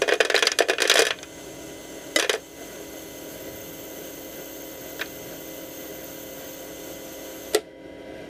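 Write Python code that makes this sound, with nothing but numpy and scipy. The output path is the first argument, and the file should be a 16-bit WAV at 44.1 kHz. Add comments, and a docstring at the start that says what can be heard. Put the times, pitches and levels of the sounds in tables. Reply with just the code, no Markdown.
"""Ice cubes clatter over a plastic scoop, above a hiss and a hum: a countertop ice maker ends its cycle,
heard from just above the open lid. Hot gas hisses and whistles through the evaporator while the cubes
slip off its prongs; each impact excites damped modes of the tub, the scoop or a cube.
The gas valve shuts with a clunk and the hiss stops; compressor and fan keep humming."""
import sys
import numpy as np
from scipy import signal
from scipy.fft import rfft, irfft, next_fast_len
from scipy.io import wavfile
from scipy.ndimage import uniform_filter1d, minimum_filter1d

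SR = 44100
rng = np.random.default_rng(int(sys.argv[2]) if len(sys.argv) > 2 else 0)


def generate_wav(sig):
    """Save sig (samples, or channels by samples) to the path in sys.argv[1] as 16-bit PCM at SR."""
    pcm = np.round(np.clip(np.atleast_2d(sig).T, -1, 1) * 32767).astype(np.int16)
    wavfile.write(sys.argv[1], SR, pcm)


N = 365581
TIME = np.arange(N) / SR
SHUT_S = 7.546  # the gas valve closes

def gain_of(db):
    """Amplitude grows tenfold for every 20 dB."""
    return 10 ** (np.asarray(db) / 20)

def unit_rms(x):
    """Normalisation to a mean power of one."""
    return x / np.sqrt(np.mean(x ** 2) + 1e-20)

def add(mix, start_s, sound):
    """Superposition: a sound adds to the mix from its start time."""
    part = mix[max(round(start_s * SR), 0):][:len(sound)]
    part += sound[:len(part)]

def curve_at(points, hz, column=1):
    """Interpolation of a table column on a logarithmic frequency axis."""
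    table = np.transpose(points)
    return np.interp(np.log(hz + 1), np.log(table[0] + 1), table[column])

def colouring(spectrum, resonances, hz, ripple_db, spacing_hz):
    """Gain of a cavity: a smooth spectrum, Lorentzian resonances and irregular standing-wave ripple."""
    peaks_db = sum(db / (1 + (2 * (hz - centre) / width) ** 2) for centre, width, db in resonances)
    knots = np.arange(0, SR / 2 + 200, spacing_hz)
    heights = rng.standard_normal(4096)[:len(knots)]
    standing_db = ripple_db * np.interp(hz, knots, heights) * hz / (hz + 1000)
    return gain_of(curve_at(spectrum, hz) + peaks_db + standing_db)

def cabinet_noise(spectrum, resonances=()):
    """Source and filter: white noise coloured by the cabinet, at rms 1."""
    size = next_fast_len(N)
    hz = np.fft.rfftfreq(size, 1 / SR)
    response = colouring(spectrum, resonances, hz, ripple_db=4.5, spacing_hz=45)
    return unit_rms(irfft(rfft(rng.standard_normal(size)) * response, size)[:N])

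def drift(top_hz):
    """Slow sinusoids of random phase sum to an irregular wander of rms 1."""
    t = TIME[::128]
    rates = top_hz * np.geomspace(.1, 1, 20)
    slow = sum(np.sin(2 * np.pi * (hz * t + rng.random())) / np.sqrt(hz) for hz in rates)
    return np.interp(TIME, t, unit_rms(slow))

def minimum_phase(gain):
    """Causality: folding the cepstrum gives a response that cannot precede its excitation."""
    cepstrum = irfft(np.log(np.maximum(gain, 1e-5)))
    half = len(cepstrum) // 2
    cepstrum[1:half] *= 2
    cepstrum[half + 1:] = 0
    return np.exp(rfft(cepstrum))

def damped_mode(hz, db, t60, length_s=0.2):
    """Free vibration: a mode builds up within a cycle, then loses 60 dB every t60 seconds."""
    t = np.arange(round(length_s * SR)) / SR
    return gain_of(db - 60 * t / t60) * np.sin(2 * np.pi * hz * t) * (1 - np.exp(-2 * hz * t))

# The bands of an impact: thud, knock, crack and snap. 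Each row: lower edge in Hz, upper edge in Hz.
IMPACT_BANDS = [(150, 900), (900, 3500), (3500, 7500), (7500, 16000)]
# Decay of an impact. Each row: frequency in Hz, early t60 in seconds, relative tail level in dB,
# tail t60 in seconds.
IMPACT_DECAY = [(400, 0.014, -14.5, 0.17), (1860, 0.053, -8, 0.13), (4000, 0.039, -22, 0.19),
                (10000, 0.031, -29.5, 0.19)]

def impacts(hits, spectrum, resonances, direct_gains, rise_s, tail_db, chatter_db, ripple_db, size=16384):
    """Impulse response: a direct pulse and a cloud of decaying reflections, with a level for each band."""
    t, hz, out = np.arange(size) / SR, np.fft.rfftfreq(size, 1 / SR), np.zeros(N)
    scatter, lumps = rng.standard_normal((len(hits), 2, size)).transpose(1, 0, 2)
    chatter = gain_of(chatter_db * unit_rms(uniform_filter1d(lumps, size=100)))
    scatter = scatter * (1 - np.exp(-t / rise_s)) * chatter
    bin_hz, age, frames = signal.stft(scatter, SR, nperseg=128)
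    t60, tail, tail_t60 = (curve_at(IMPACT_DECAY, bin_hz, column)[:, None] for column in (1, 2, 3))
    decay = np.hypot(gain_of(-60 * age / t60), gain_of(tail + tail_db - 60 * age / tail_t60))
    reflections = rfft(signal.istft(frames * decay, SR, nperseg=128)[1][:, :size])
    pulse = np.exp(-2j * np.pi * hz * .0007)  # arrives after 0.7 ms
    body = colouring(spectrum, resonances, hz, ripple_db, spacing_hz=106.2)
    attack = round(.008 * SR)  # a band's level is that of its first 8 ms
    for k, ((low, high), direct) in enumerate(zip(IMPACT_BANDS, direct_gains)):
        band = 1 / np.sqrt((1 + (low / (hz + 1)) ** 10) * (1 + (hz / high) ** 10))
        responses = irfft((reflections + direct * pulse) * minimum_phase(band * body))
        for (start_s, *band_db), response in zip(hits, responses):
            add(out, start_s, gain_of(band_db[k]) * response / np.std(response[:attack]))
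    return out

def contact(start_s, db, thud_db, hardness):
    """A harder contact carries more treble. Returns the start and the levels of the four bands."""
    crack_db = db - 3.5 + 1.6 * hardness  # the tilt acts over 1.6 octaves
    snap_db = db - 10 + 2.34 * hardness
    return start_s, db + thud_db, db, crack_db, snap_db

def rebounds(landings, delay_s=0.017, scatter_s=0.005, loss_db=14, scatter_db=5):
    """Inelastic collision: after landing, each cube rocks back onto the plastic once, more weakly."""
    chance = rng.uniform(-1, 1, (len(landings), 2))
    return [(s + delay_s + scatter_s * late, db - loss_db + scatter_db * loud, thud_db, hardness)
            for (s, db, thud_db, hardness), (late, loud) in zip(landings, chance)]

# Spectrum of the struck plastic tub. Each row: frequency in Hz, relative spectral level in dB.
TUB_SPECTRUM = [(50, -42), (130, -32), (230, -23.5), (330, -8), (460, 2), (570, -3.5), (690, -6),
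                (880, -18.5), (1250, -11.5), (3500, -11.5), (6000, -8.5), (7300, -13), (10000, -20.5),
                (12000, -28.5), (15500, -33)]
# Narrow resonances of the tub. Each row: centre in Hz, width in Hz, lift in dB.
TUB_RESONANCES = [(420, 50, 3), (530, 40, 2), (678, 40, 5), (1545, 50, 6), (1745, 50, 9), (1900, 70, 5),
                  (2470, 70, 9), (2680, 55, 7), (3108, 65, 7), (3338, 55, 6), (3940, 80, 5), (4943, 40, 7),
                  (5967, 55, 8)]
# Cubes landing on the plastic. Each row: start in seconds, strength in dB, thud in dB above that
# strength, hardness as treble tilt in dB per octave.
LANDINGS = [(0.018, -21, 5, -0.5), (0.078, -29, 7.5, -0.5), (0.0894, -20.5, -1.5, -2.5),
            (0.1217, -18.5, 5.5, -5), (0.135, -29.5, -8, 3.5), (0.2027, -16.5, 4.5, -4),
            (0.2068, -17, 1, 0.5), (0.249, -24, 4, 2.5), (0.2992, -18.5, 1.5, 0), (0.343, -17, 4.5, -4),
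            (0.3507, -22, -4, 2.5), (0.377, -21, -16, 1), (0.39, -25, -7, 2.5), (0.453, -33, 7, 4),
            (0.604, -20, 11.5, -2), (0.685, -25.5, 5, 0.5), (0.696, -17.5, 3, 0.5), (0.733, -27, 2, -1),
            (0.803, -23.5, 0, 1.5), (0.819, -17, -2, 3), (0.852, -23.5, 5.5, -2), (0.9393, -30.5, 8.5, 8.5),
            (0.955, -19.5, 4, 2.5), (0.97, -18, -9, 0), (0.991, -19, 7, 5.5), (1.003, -23, -16, 1),
            (1.019, -20.5, 6.5, 3.5), (1.051, -26.5, -6, 3.5), (1.067, -21.5, -2.5, 2.5),
            (2.16, -27.5, 4, 7), (2.187, -26.5, 6, 3.5), (2.196, -20.5, -10, 3.5), (2.2242, -23.5, 0, 0.5),
            (2.245, -28.5, 3.5, -1), (2.294, -17.5, 0.5, 1.5), (2.33, -33.5, 3.5, 6.5),
            (2.338, -28, 7.5, -2), (4.993, -39, -2, -1)]
# Cubes striking one another. Each row: start in seconds, strength in dB, hardness in dB per octave,
# pitch of the cube's ring in Hz, relative level of that ring in dB.
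CUBE_CLACKS = [(0.3621, -17.5, -1.5, 4040, 14), (0.4241, -12.5, -1, 3160, 4), (0.469, -16, 1.5, 4700, 16),
               (0.517, -23.5, 0, 5860, 19.5), (0.5869, -17, 3.5, 6030, 7), (0.62, -27.5, 0.5, 2480, 12),
               (0.783, -22, -5, 2600, 8), (0.875, -26, 4, 4300, 5), (0.8967, -12.5, 1.5, 6160, 8.5),
               (0.914, -14, -0.5, 3930, 10), (0.979, -18, 1, 3400, 9), (1.105, -18.5, -4, 3440, 13),
               (1.187, -42.5, -4, 3570, 16), (1.229, -36.5, 1, 6100, 15), (5.0112, -31, -4, 3800, 9),
               (5.0136, -36, 0.5, 1732, 17), (5.058, -50, 1, 4180, 15)]

def ice(level_db=2, clack_thud_db=-7, scoop_hz=1723, scoop_db=7, ring_db=-3, split=0.082):
    """Impact excitation: cubes strike plastic and each other; scoop or cube rings in a mode cluster."""
    landings = LANDINGS + rebounds(LANDINGS)
    hits = [contact(*row) for row in landings]
    hits += [contact(s, db, clack_thud_db, hardness) for s, db, hardness, *_ in CUBE_CLACKS]
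    out = impacts(hits, TUB_SPECTRUM, TUB_RESONANCES, direct_gains=(9.2, 2.5, 1.4, 2.2),
                  rise_s=0.00052, tail_db=2.5, chatter_db=1, ripple_db=2.5)
    spots = rng.uniform(-0.83, 1, len(landings))  # the scoop's pitch varies with the spot struck
    rings = [(s, scoop_hz * (1 + 0.06 * spot), db + scoop_db) for (s, db, *_), spot in zip(landings, spots)]
    rings += [(s, hz, db + above_db) for s, db, _, hz, above_db in CUBE_CLACKS]
    # A lopsided body has neighbouring modes on either side of the main one.
    offsets = np.array([-1.55, -0.72, 1.14, 1.3]) + rng.random((len(rings), 4)) - .5
    for (s, hz, db), offset in zip(rings, offsets):
        add(out, s + 0.00103, damped_mode(hz, db + ring_db, t60=70 / hz))  # high modes die sooner
        for side_hz in hz * np.exp(split * offset):
            add(out, s + 0.0025 * rng.random(), damped_mode(side_hz, db + ring_db - 5, t60=45 / side_hz))
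    return gain_of(level_db) * out

def whistle(hz, width_hz):
    """Narrowband resonance: noise passes three poles, each width_hz wide, and is shifted up to hz."""
    pole = np.exp(-np.pi * width_hz / SR)
    turbulence = rng.standard_normal(N) + 1j * rng.standard_normal(N)
    envelope = signal.lfilter([1], np.poly([pole] * 3), turbulence)
    carrier = np.exp(2j * np.pi * np.cumsum(hz * np.ones(N)) / SR)
    return unit_rms((envelope * carrier).real)

# Gas rushing through the pipes. Each row: frequency in Hz, relative spectral level in dB.
GAS_SPECTRUM = [(300, -1.5), (600, 7.5), (1000, 0), (1600, -5.5), (2400, -2), (3100, 4.5), (4200, -3.5),
                (5400, -5.5), (6400, 0.5), (8500, -3.5), (9700, -9.5), (12000, -2.5), (14500, -36.5),
                (15300, 4)]
# Pipe resonances in the hiss. Each row: centre in Hz, width in Hz, lift in dB.
PIPE_RESONANCES = [(1494, 290, 9.5), (3000, 460, 3.5), (4310, 160, 5), (5973, 186, 11.5), (6404, 210, 12),
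                   (7380, 114, 7), (7620, 120, 7.5), (8610, 310, 4.5), (10460, 240, 7)]
# Valve whistles of steady pitch. Each row: centre in Hz, pole width in Hz, relative level in dB.
VALVE_WHISTLES = [(12750, 300, -13), (13450, 400, -1), (14300, 350, -16), (15200, 150, -11)]
# Envelope of the gliding whistle. Each row: time in seconds, relative level in dB.
GLIDE_ENVELOPE = [(2.4, -63), (3.1, -54), (5.2, -61.5), (7.5, -49.5)]

def hot_gas(hiss_db=-41, whistle_db=-46.5, glide_hz=(11200, 12200), flutter_db=.5, closing_s=.015):
    """Flow noise excites resonances of pipes and valve: a hiss and whistles, until the valve shuts."""
    # The steady whistles swell at 7.5 dB/s until 3.7 s, hold, and fade at 7 dB/s from 6.3 s.
    swell_db = whistle_db - 7.5 * np.maximum(3.7 - TIME, 0) - 7 * np.maximum(TIME - 6.3, 0)
    steady = gain_of(swell_db) * sum(gain_of(db) * whistle(hz, width) for hz, width, db in VALVE_WHISTLES)
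    rising_hz = glide_hz[0] + (glide_hz[1] - glide_hz[0]) * (TIME / SHUT_S) ** 2
    glide_db = np.interp(TIME, *np.transpose(GLIDE_ENVELOPE)) - 1
    glide = gain_of(glide_db) * whistle(rising_hz, width_hz=750)
    flutter = gain_of(flutter_db * drift(25))
    growth = gain_of(hiss_db - 0.19 * (SHUT_S - TIME))  # the hiss grows by 0.19 dB/s
    hiss = growth * cabinet_noise(GAS_SPECTRUM, PIPE_RESONANCES)
    opening = np.exp(-np.maximum(TIME - SHUT_S, 0) / closing_s)
    return opening * flutter * (hiss + steady + glide)

# Steady tones of compressor and fan. Each row: frequency in Hz, rms level in dB.
MOTOR_TONES = [(59.2, -61), (161.5, -61.5), (280.7, -50), (321.3, -49), (409.1, -52.5), (560, -52.5),
               (802.1, -65.5), (963.6, -60), (2044, -57), (3025, -66.5), (3210, -64.5)]
# Slow swell of the strongest motor tone. Each row: time in seconds, rms level in dB.
DRONE_ENVELOPE = [(0, -55), (2.6, -59.5), (3.2, -49), (4.8, -47.5), (7.4, -46), (8.29, -49.5)]

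def motor_hum(drone_hz=524.7, waver_db=1.17, wander_cycles=0.084):
    """Periodic motion radiates a line spectrum; each motor tone wavers in level and phase."""
    drone_db = np.interp(TIME, *np.transpose(DRONE_ENVELOPE))
    out = np.zeros(N)
    for hz, db in MOTOR_TONES + [(drone_hz, drone_db)]:
        amplitude = np.sqrt(2) * gain_of(db + waver_db * drift(24))
        out += amplitude * np.sin(2 * np.pi * (hz * TIME + wander_cycles * drift(7.3)))
    return out

# Air from the fan. Each row: frequency in Hz, relative spectral level in dB.
FAN_SPECTRUM = [(25, -49), (60, -56), (130, -10.5), (190, -7), (250, -8), (390, 0.5), (500, -4),
                (660, -2.5), (850, -23.5), (1200, -22), (1600, -17), (3100, -23), (5500, -32),
                (15000, -43.5)]
# Hollows of the cabinet. Each row: centre in Hz, width in Hz, lift in dB (negative for a notch).
CABINET_HOLLOWS = [(315, 49, 2), (413, 62, 1), (619, 17, 6.5), (1570, 220, 4), (1810, 50, -18),
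                   (1950, 59, 11), (3070, 290, 3)]

def fan_air(level_db=-43.5, gust_db=1.54):
    """Cavity resonance: the cabinet's hollows colour the gusting, broadband rush of the fan."""
    return gain_of(level_db + gust_db * drift(13)) * cabinet_noise(FAN_SPECTRUM, CABINET_HOLLOWS)

def rumble(level_db=-56, swell_db=3):
    """Slow amplitude modulation makes a low noise come and go."""
    spectrum = [(35, -32), (70, 5.5), (170, 6.0), (280, -6.5), (1000, -70)]  # Hz, relative dB
    return gain_of(level_db + swell_db * drift(4)) * cabinet_noise(spectrum)

# Modes of a clear clink. Each row: frequency in Hz, relative level in dB, t60 in seconds.
CLINK_MODES = [(318, -18, 0.13), (613, -14, 0.064), (1230, -28.5, 0.13), (2000, -10.5, 0.074),
               (3025, -17, .06), (3770, -15, 0.044), (5230, -18, 0.054), (6470, -19, 0.045),
               (7100, -23, 0.067), (10080, -30, .025)]

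def clink(start_s=2.160956, level_db=2.5):
    """Modal superposition: a late cube lands cleanly and rings in all its modes at once."""
    out = np.zeros(N)
    add(out, start_s, sum(damped_mode(hz, db, t60) for hz, db, t60 in CLINK_MODES))
    return gain_of(level_db) * out

# The plunger stirs, then seats. Each row: start in seconds, then thud, knock, crack and snap in relative dB.
PLUNGER_HITS = [(7.534, -34.5, -42, -43, -43), (7.546, -23.5, -23, -21, -20.5)]
# Spectrum of the clunk. Each row: frequency in Hz, relative spectral level in dB.
CLUNK_SPECTRUM = [(60, -53), (170, -21), (250, -4), (420, 5), (700, 3), (1000, -29.5), (1400, -16.5),
                  (2000, -14), (2800, -14), (4000, -5), (6000, -3), (8700, -2), (12400, -16), (15500, -16)]
# Modes of the cabinet. Each row: frequency in Hz, relative level in dB, t60 in seconds.
CABINET_MODES = [(344, -18, 0.1), (428, -9, 0.11), (558, -15, 0.076), (680, -20, 0.068), (736, -20, 0.058),
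                 (1345, -33, 0.16), (1950, -20, 0.06)]

def valve_clunk(level_db=3.5, spread_s=0.00442):
    """Structure-borne sound: the plunger snaps onto its seat and the cabinet rings, panel after panel."""
    out = impacts(PLUNGER_HITS, CLUNK_SPECTRUM, [], direct_gains=(1.9, 1.7, 0.7, 2.2),
                  rise_s=0.0015, tail_db=5.5, chatter_db=-1.5, ripple_db=1.5)
    for hz, db, t60 in CABINET_MODES:
        add(out, SHUT_S + spread_s * rng.random(), damped_mode(hz, db, t60, length_s=0.5))
    return gain_of(level_db) * out

def scene():
    """Linear superposition: the transients and the sustained sounds add in one channel."""
    transients = ice() + clink() + valve_clunk()
    return (transients + hot_gas() + motor_hum() + fan_air() + rumble())[None]

def record(dry, threshold_db=-19, squeeze=0.43, hold_s=0.18, recovery_db_per_s=60, ceiling=0.8):
    """Dynamic compression: the gain dips briefly after loud knocks; soft clipping and a low-pass follow."""
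    power_db = 10 * np.log10(abs(uniform_filter1d(dry[0] ** 2, size=300)) + 1e-12)
    hold = round(hold_s * SR)
    held_db = -minimum_filter1d(-power_db, size=hold, origin=(hold - 1) // 2, mode="nearest")
    fall_db = TIME * recovery_db_per_s
    released_db = np.maximum.accumulate(held_db + fall_db) - fall_db
    over_db = np.maximum(released_db - threshold_db, 0)
    ducked = dry / gain_of(squeeze * uniform_filter1d(over_db, size=200))
    rounded = ducked / (1 + (ducked / ceiling) ** 6) ** (1 / 6)
    lowpass = signal.firwin(511, cutoff=15380, window=("kaiser", 8), fs=SR)
    return signal.oaconvolve(rounded, lowpass[None], "same")

dry = scene()
out = record(dry)
generate_wav(out)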